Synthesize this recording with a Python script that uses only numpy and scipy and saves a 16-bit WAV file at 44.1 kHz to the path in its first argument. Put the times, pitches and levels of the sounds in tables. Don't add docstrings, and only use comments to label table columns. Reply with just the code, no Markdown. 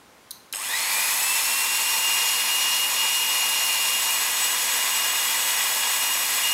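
import sys
import numpy as np
from scipy import signal
from scipy.fft import rfft, irfft
from scipy.io import wavfile

SR = 44100
rng = np.random.default_rng(int(sys.argv[2]) if len(sys.argv) > 2 else 0)


def generate_wav(sig):
    pcm = np.round(np.clip(np.atleast_2d(sig).T, -1, 1) * 32767).astype(np.int16)
    wavfile.write(sys.argv[1], SR, pcm)


N = 287973
TIME = np.arange(N) / SR
FREQS = np.maximum(np.arange(N // 2 + 1) * SR / N, 1)
SWITCH_ON_S, MAINS_PULSE_HZ = 0.526, 100
FULL_SPEED, BLADES = 237, 12

# (frequency [Hz], relative level [dB])
ROOM_AIR = [(15, -48), (25, -34), (59, -13.5), (96, -12), (148, -13.5), (215, -9), (274, -10), (848, -11),
            (1020, -13), (1240, -12.5), (11500, -27), (15500, -33)]
# (pitch [Hz], level [dB])
ROOM_HUM = [(274.5, -73.5), (1055, -66)]
# (time [s], level [dB], time to fade by 60 dB [s])
CLICKS = [(0.3076, -24, 0.019), (0.3122, -26, 0.013), (0.526, -21.5, 0.016)]
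# (pitch [Hz], width [Hz], relative level [dB])
TRIGGER_RING = [(3960, 330, 6.5), (5300, 700, -4), (6400, 700, -1.5), (9200, 900, -1.5), (10800, 600, 2.5),
                (12200, 450, 0), (15000, 1500, -10)]
# (pitch [Hz], level [dB], time to fade by 60 dB [s])
SPRING_TONES = [(3830, -58, 0.2), (6360, -51, 0.3), (12190, -47, 0.27)]
# (time [s], relative level [dB])
SPARK_LEVELS = [(0.526, -34), (0.57, -28), (0.585, -37), (0.64, -32), (0.7, -37), (0.9, -43), (1.3, -51)]
# (pitch [Hz], width [Hz], relative level [dB])
HOLDER_RING = [(2820, 750, -9), (5270, 90, 3), (6530, 300, -5), (8160, 270, 6.5), (9900, 220, -7),
               (11100, 640, -3), (15500, 500, -24)]
# (time [s], level [dB], time to fade by 60 dB [s])
GEAR_KNOCK = (0.535, -25.5, 0.049)
# (pitch [Hz], width [Hz], relative level [dB])
KNOCK_RING = [(1680, 320, -2.5), (2440, 210, 1), (2800, 370, 0), (7000, 5000, -19)]
# (time [s], change [turns per s])
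SPEED_CHANGES = [(1.2, 0.4), (2.0, 0), (2.6, 0.4), (3.35, 0), (3.5, -1.3), (3.9, -2.7), (4.05, -0.4),
                 (4.8, 0.9), (4.92, -0.7), (5.55, 1.5), (6.05, -0.4), (6.3, 0.4), (6.5, -0.3)]
# (time [s], tilt [0 to 1])
TILT = [(0.6, 0.6), (1.2, 0.6), (2.0, 0.14), (3.0, 0), (3.85, 0), (4.2, 0.57), (4.8, 0.96), (5.5, 1.0),
        (6.1, 0.76), (6.53, 0.6)]
# (time [s], relative level [dB])
WHINE_LEVELS = [(1.5, -30.5), (2.02, -31), (2.05, -26.5), (2.41, -31), (2.45, -39), (2.49, -27),
                (2.84, -28.5), (2.93, -38.5), (3.01, -27), (3.98, -30), (4.01, -38), (4.08, -27.5),
                (4.23, -39), (4.47, -32), (4.64, -41), (4.82, -32), (4.88, -44), (4.93, -32), (5.77, -39),
                (5.9, -32), (5.97, -36), (6.1, -31), (6.22, -36), (6.4, -40), (6.46, -26.5), (6.53, -24.5)]
# (pitch [Hz], width [Hz], boost [dB])
VENT_PEAKS = [(1050, 200, 4), (1510, 300, -7), (1920, 97, 10), (2170, 300, -7), (2435, 120, 6),
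              (2560, 76, -10), (2655, 30, 6), (2700, 20, -12), (3600, 600, 5.5), (4950, 600, -3)]
GEAR_MULTIPLES = [1, 2, 7, 14, 21, 22, 27, 29, 30, 31, 34, 36, 40, 42, 45, 48, 52, 56, 60, 63, 65]
GEAR_LEVELS = [-61.5, -63, -54.5, -52, -53.5, -62, -56, -49, -68, -56, -61, -47, -60, -54, -57, -50, -52,
               -53, -53, -56, -61]
# (pitch [Hz], width [Hz], boost held flat [dB], boost tilted [dB])
HOUSING_PEAKS = [(514, 83, 4, 3), (893, 31, 7.5, 5.5), (1026, 345, 10.5, 9.5), (1647, 97, 3, 7.5),
                 (1967, 216, 8.5, 11), (2458, 310, 11, 8.5), (2920, 380, 4.5, 4), (3333, 105, 4, 6),
                 (3608, 360, 6, 7), (4260, 380, 9, 5.5), (5100, 236, 6.5, 6), (5330, 230, 5, 3),
                 (6600, 91, -12.5, 4), (6735, 480, 8, 4.5), (7360, 62, -2, 3), (7820, 95, 6, 13.5),
                 (7800, 320, 2, 0), (8240, 290, 7.5, 8.5), (9600, 340, 5, 7.5), (10560, 310, 10.5, 7.5),
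                 (11400, 220, 4.5, 4), (12380, 170, 5.5, 7.5), (14106, 330, 1, 3.5), (15420, 89, 7.2, 3.5)]
# (frequency [Hz], relative level [dB])
RUSH_COLOUR = [(40, -28), (170, -27), (260, -15), (430, -13), (750, -5.5), (1400, -4.5), (2600, -3),
               (4700, -4), (7000, 0), (9000, -3.5), (12500, 0.0), (14500, -3.5), (15600, -9)]
# (time [s], low [dB], middle [dB], high [dB])
RUSH_LEVELS = [(0.9, -32, -27, -27.5), (0.93, -32.5, -28.5, -25), (1.57, -36.5, -32, -28.5),
               (2.14, -35.5, -31.5, -28.5), (2.17, -36, -29.5, -29.5), (2.56, -36, -31.5, -30),
               (2.63, -36, -29, -30.5), (2.8, -37, -32.5, -29.5), (3.05, -35, -30.5, -30.5),
               (3.11, -36.5, -31.5, -29.5), (5.64, -34, -30.5, -30), (6.2, -34.5, -32, -28.5),
               (6.48, -36, -30, -30), (6.53, -35, -33, -30)]
# (start [s],
# end [s], pitch [Hz], level [dB])
CHIRPS = [(0.57, 1.0, 9640, -40.5), (0.967, 1.5, 10300, -41), (1.25, 1.695, 9500, -38),
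          (3.559, 3.665, 6820, -35), (5.1, 5.85, 14080, -39)]
# (pitch [Hz], width [Hz], relative level [dB])
GRIND_RING = [(1950, 240, 1), (2440, 70, 0), (4290, 100, -2.5), (5200, 130, -12)]
# (time [s], relative level [dB])
SQUEAL_SHAPE = [(0.9, -36), (2.15, -32.5), (2.5, -42), (2.65, -37), (2.75, -44), (2.83, -40), (3.78, -38),
                (4.15, -31), (5.3, -36.5), (5.34, -35), (5.54, -35), (6.53, -42)]
# (pitch [Hz], average level at full speed [dB])
WHISTLES = [(6880, -53), (10720, -47), (12350, -48), (14200, -53), (15430, -54)]


def from_db(db):
    return 10 ** (np.asarray(db) / 20)


def unit_power(x):
    return x / np.sqrt(np.mean(x ** 2) + 1e-20)


def in_time(rows):
    times, *columns = np.transpose(rows)
    return [np.interp(TIME, times, column) for column in columns]


def drift(hz, count=2048):
    rates = np.arange(count // 2 + 1) * SR / N
    slow = irfft(rfft(rng.standard_normal(count)) * (rates > 0) / (1 + (rates / hz) ** 4))
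    return np.interp(TIME, np.linspace(0, TIME[-1], count), unit_power(slow))


def spectrum_db(points):
    hz, db = np.transpose(points)
    return np.interp(np.log(FREQS), np.log(hz), db)


def colour(x, db):
    return unit_power(irfft(rfft(x) * from_db(db), N))


def resonate(x, rings):
    out, power = 0, 0
    for k, (hz, width, db) in enumerate(rings):
        radius, gain = np.exp(-np.pi * width / SR), from_db(db)
        scale = (1 - radius ** 2) / 2
        feedback = [1, -2 * radius * np.cos(2 * np.pi * hz / SR), radius ** 2]
        out += (-1) ** k * gain * signal.lfilter([scale, 0, -scale], feedback, x + 1e-18)
        power += gain ** 2 * scale
    return out / np.sqrt(power)


def tone(cycles, rough, flutter_hz):
    count = N // 32
    smooth = signal.butter(2, flutter_hz, fs=SR / 32)
    shakes = signal.lfilter(*smooth, rng.standard_normal((2, count)))
    height, shift = [np.interp(TIME, np.linspace(0, TIME[-1], count), unit_power(s)) for s in shakes]
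    angle = 2 * np.pi * cycles
    return unit_power((1 + rough * height) * np.sin(angle) + rough * shift * np.cos(angle))


def dying(start, fade_s):
    return (TIME >= start) * from_db(-np.clip(60 * (TIME - start) / fade_s, 0, 300))


def background(air_db=-53):
    hum = sum(from_db(db) * tone(hz * TIME, rough=0.47, flutter_hz=27) for hz, db in ROOM_HUM)
    return from_db(air_db) * colour(rng.standard_normal(N), spectrum_db(ROOM_AIR)) + hum


def trigger(lowest_hz=3300, body_db=-18):
    crunch = sum(from_db(db) * dying(start, fade_s) for start, db, fade_s in CLICKS)
    spring = sum(from_db(db) * dying(CLICKS[0][0], fade_s) * tone(hz * TIME, rough=3, flutter_hz=260)
                 for hz, db, fade_s in SPRING_TONES)
    cut_lows = signal.butter(4, lowest_hz, "high", fs=SR, output="sos")
    click = resonate(rng.standard_normal(N) * crunch, TRIGGER_RING)
    return signal.sosfilt(cut_lows, click) + from_db(body_db) * click + spring


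def workshop(x, echo_db=-10.5, fade_s=0.5, dull_hz=7000):
    echoes = rng.standard_normal(N) * dying(0.0059, fade_s)
    tail = signal.lfilter(*signal.butter(1, dull_hz, fs=SR), echoes)[:SR // 2]
    return x + from_db(echo_db) * signal.fftconvolve(x, tail / np.linalg.norm(tail))[:N]


def sparks(mains, spark_share=0.3, trim_db=-2):
    place_in_pulse = mains / (2 * np.pi) % 1
    bursts = unit_power(1 / (1 + (place_in_pulse / spark_share) ** 4))
    level = from_db(in_time(SPARK_LEVELS)[0] + trim_db) * (TIME > SWITCH_ON_S)
    return resonate(rng.standard_normal(N) * bursts * level, HOLDER_RING)


def gear_knock():
    start, db, fade_s = GEAR_KNOCK
    return resonate(rng.standard_normal(N) * from_db(db) * dying(start, fade_s), KNOCK_RING)


def motor_speed(surge_s=0.098, creep_s=0.42, creep_share=0.443):
    since = np.maximum(TIME - SWITCH_ON_S, 0)
    missing = creep_share * np.exp(-since / creep_s) + (1 - creep_share) * np.exp(-since / surge_s)
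    return np.maximum(FULL_SPEED * (1 - missing) + in_time(SPEED_CHANGES)[0], 1)


def fan(turns, speed, mains, ripple=0.22):
    whine_db, = in_time(WHINE_LEVELS)
    tenfolds = np.log10(speed / FULL_SPEED)
    blade_db = whine_db + 30 * tenfolds + vents_db(BLADES * speed)
    octave_db = -40 + 0.55 * (whine_db - whine_db.mean()) + 12 * tenfolds + vents_db(2 * BLADES * speed)
    blade = from_db(blade_db + 0.8 * drift(15))
    octave = from_db(octave_db + 1.6 * drift(8.9))
    cycles = BLADES * turns + 0.13 * np.sin(mains) / (2 * np.pi)
    rough = 0.12 + 0.07 * in_time(TILT)[0]
    clean = blade * tone(cycles, rough, flutter_hz=25)
    clean += octave * tone(2 * cycles, 2 * rough, flutter_hz=25)
    churn = blade * tone(cycles, rough=0.6, flutter_hz=70)
    churn += octave * tone(2 * cycles, rough=1.4, flutter_hz=130)
    hoarse = np.clip((225 - speed) / 55, 0, 1)
    return (1 + ripple * np.cos(mains)) * ((1 - hoarse) * clean + from_db(-0.5) * hoarse * churn)


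def vents_db(hz):
    return sum(db / (1 + (2 * (hz - centre) / width) ** 2) for centre, width, db in VENT_PEAKS)


def gears(turns, speed, waver=0.82):
    tones = sum(from_db(db) * tone(multiple * turns, waver * multiple / (multiple + 4), flutter_hz=7.6)
                for multiple, db in zip(GEAR_MULTIPLES, GEAR_LEVELS))
    return housing((speed / FULL_SPEED) ** 2 * tones)


def housing(x):
    tilt, = in_time(TILT)
    peaks = np.array([1 / (1 + (2 * (FREQS - hz) / width) ** 2) for hz, width, _, _ in HOUSING_PEAKS])
    boosts_db = np.array(HOUSING_PEAKS)[:, 2:].T @ peaks
    flat, tilted = irfft(rfft(x) * from_db(boosts_db), N)
    return (1 - tilt) * flat + tilt * tilted


def rush(turns, speed, mains, rasp_depth=0.12, flicker_db=0.6):
    buzz = 0.33 * colour(commutator(turns), -10 * np.log10(1 + (5000 / FREQS) ** 4))
    air = rfft(housing(colour(rng.standard_normal(N) + buzz, spectrum_db(RUSH_COLOUR))))
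    drag = unit_power(sum(np.cos(2 * np.pi * (k * turns + rng.random())) / np.sqrt(k)
                          for k in range(1, 10)))
    rasp = 1 + rasp_depth * drag + 0.03 * np.cos(mains)
    slow = np.clip(1 - speed / 229, 0, 1)
    low = 1 / (1 + (FREQS / 1600) ** 4)
    high = 1 / (1 + (7000 / FREQS) ** 4)
    # (share of each frequency, range that sets the level [Hz], level change [dB], chopping)
    bands = [(low, (500, 1500), 0.1 - 19 * slow, 1),
             (1 - low - high, (3100, 5400), -0.12 - 26 * slow, rasp),
             (high, (8800, 15000), -1 - 19.5 * slow, rasp)]
    out = 0
    for (share, (from_hz, to_hz), trim_db, chop), db in zip(bands, in_time(RUSH_LEVELS)):
        strength = irfft(air * ((FREQS > from_hz) & (FREQS < to_hz)), N).std()
        band = irfft(air * share, N) / strength
        out += band * from_db(db + trim_db + flicker_db * drift(17)) * chop
    return out


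def commutator(turns, points=192):
    bumps = rng.standard_normal((int(turns[-1]) + 102, points))
    track = signal.lfilter([1], [1, -0.95], bumps, axis=0)[100:].ravel()
    return np.interp(turns * points, np.arange(len(track)), track)


def chirps(mains, ripple=0.22, ramp_s=0.033):
    out = 0
    for start, end, hz, db in CHIRPS:
        swell = np.clip(np.minimum(TIME - start, end - TIME) / ramp_s, 0, 1)
        out += from_db(db) * swell * tone(hz * TIME, rough=0.98, flutter_hz=65)
    return out * (1 + ripple * np.cos(mains))


def grind(speed, peak_db=-35.5):
    share = np.clip(speed / FULL_SPEED, 0, 1)
    effort = (1 - share) * share ** 5
    return from_db(peak_db) * effort / effort.max() * resonate(rng.standard_normal(N), GRIND_RING)


def squeal(turns, speed, own_hz=7900, cycles_per_turn=33, level_db=-42.5, swing=1.7, flare_db=1.5):
    shape_db, = in_time(SQUEAL_SHAPE)
    in_step = np.clip((speed - 234.5) / 1.5, 0, 1)
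    free = tone(own_hz * TIME, rough=2.7, flutter_hz=60)
    driven = tone(cycles_per_turn * turns, rough=0.9, flutter_hz=30)
    gain = from_db(level_db + swing * (shape_db - shape_db.mean()) + flare_db * drift(7))
    return gain * (in_step * driven + (1 - in_step) * free)


def whistles(flare_db=2.5, flare_hz=9):
    return sum(from_db(db + flare_db * drift(flare_hz)) * tone(hz * TIME, rough=2.9, flutter_hz=40)
               for hz, db in WHISTLES)


def scene():
    speed = motor_speed()
    turns = np.cumsum(speed) / SR
    mains = 2 * np.pi * MAINS_PULSE_HZ * (TIME - SWITCH_ON_S - 0.001)
    running = np.clip((TIME - SWITCH_ON_S) / 0.0075, 0, 1)
    brushes = (squeal(turns, speed) + whistles()) * (speed / FULL_SPEED) ** 2 + chirps(mains)
    motor = fan(turns, speed, mains) + gears(turns, speed) + grind(speed)
    motor += brushes + rush(turns, speed, mains)
    mono = running * motor + workshop(trigger() + gear_knock() + sparks(mains)) + background()
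    return np.array([mono, mono])


def record(dry, cutoff_hz=15750):
    return signal.sosfilt(signal.ellip(12, 0.1, 80, cutoff_hz, fs=SR, output="sos"), dry)


dry = scene()
out = record(dry)
generate_wav(out)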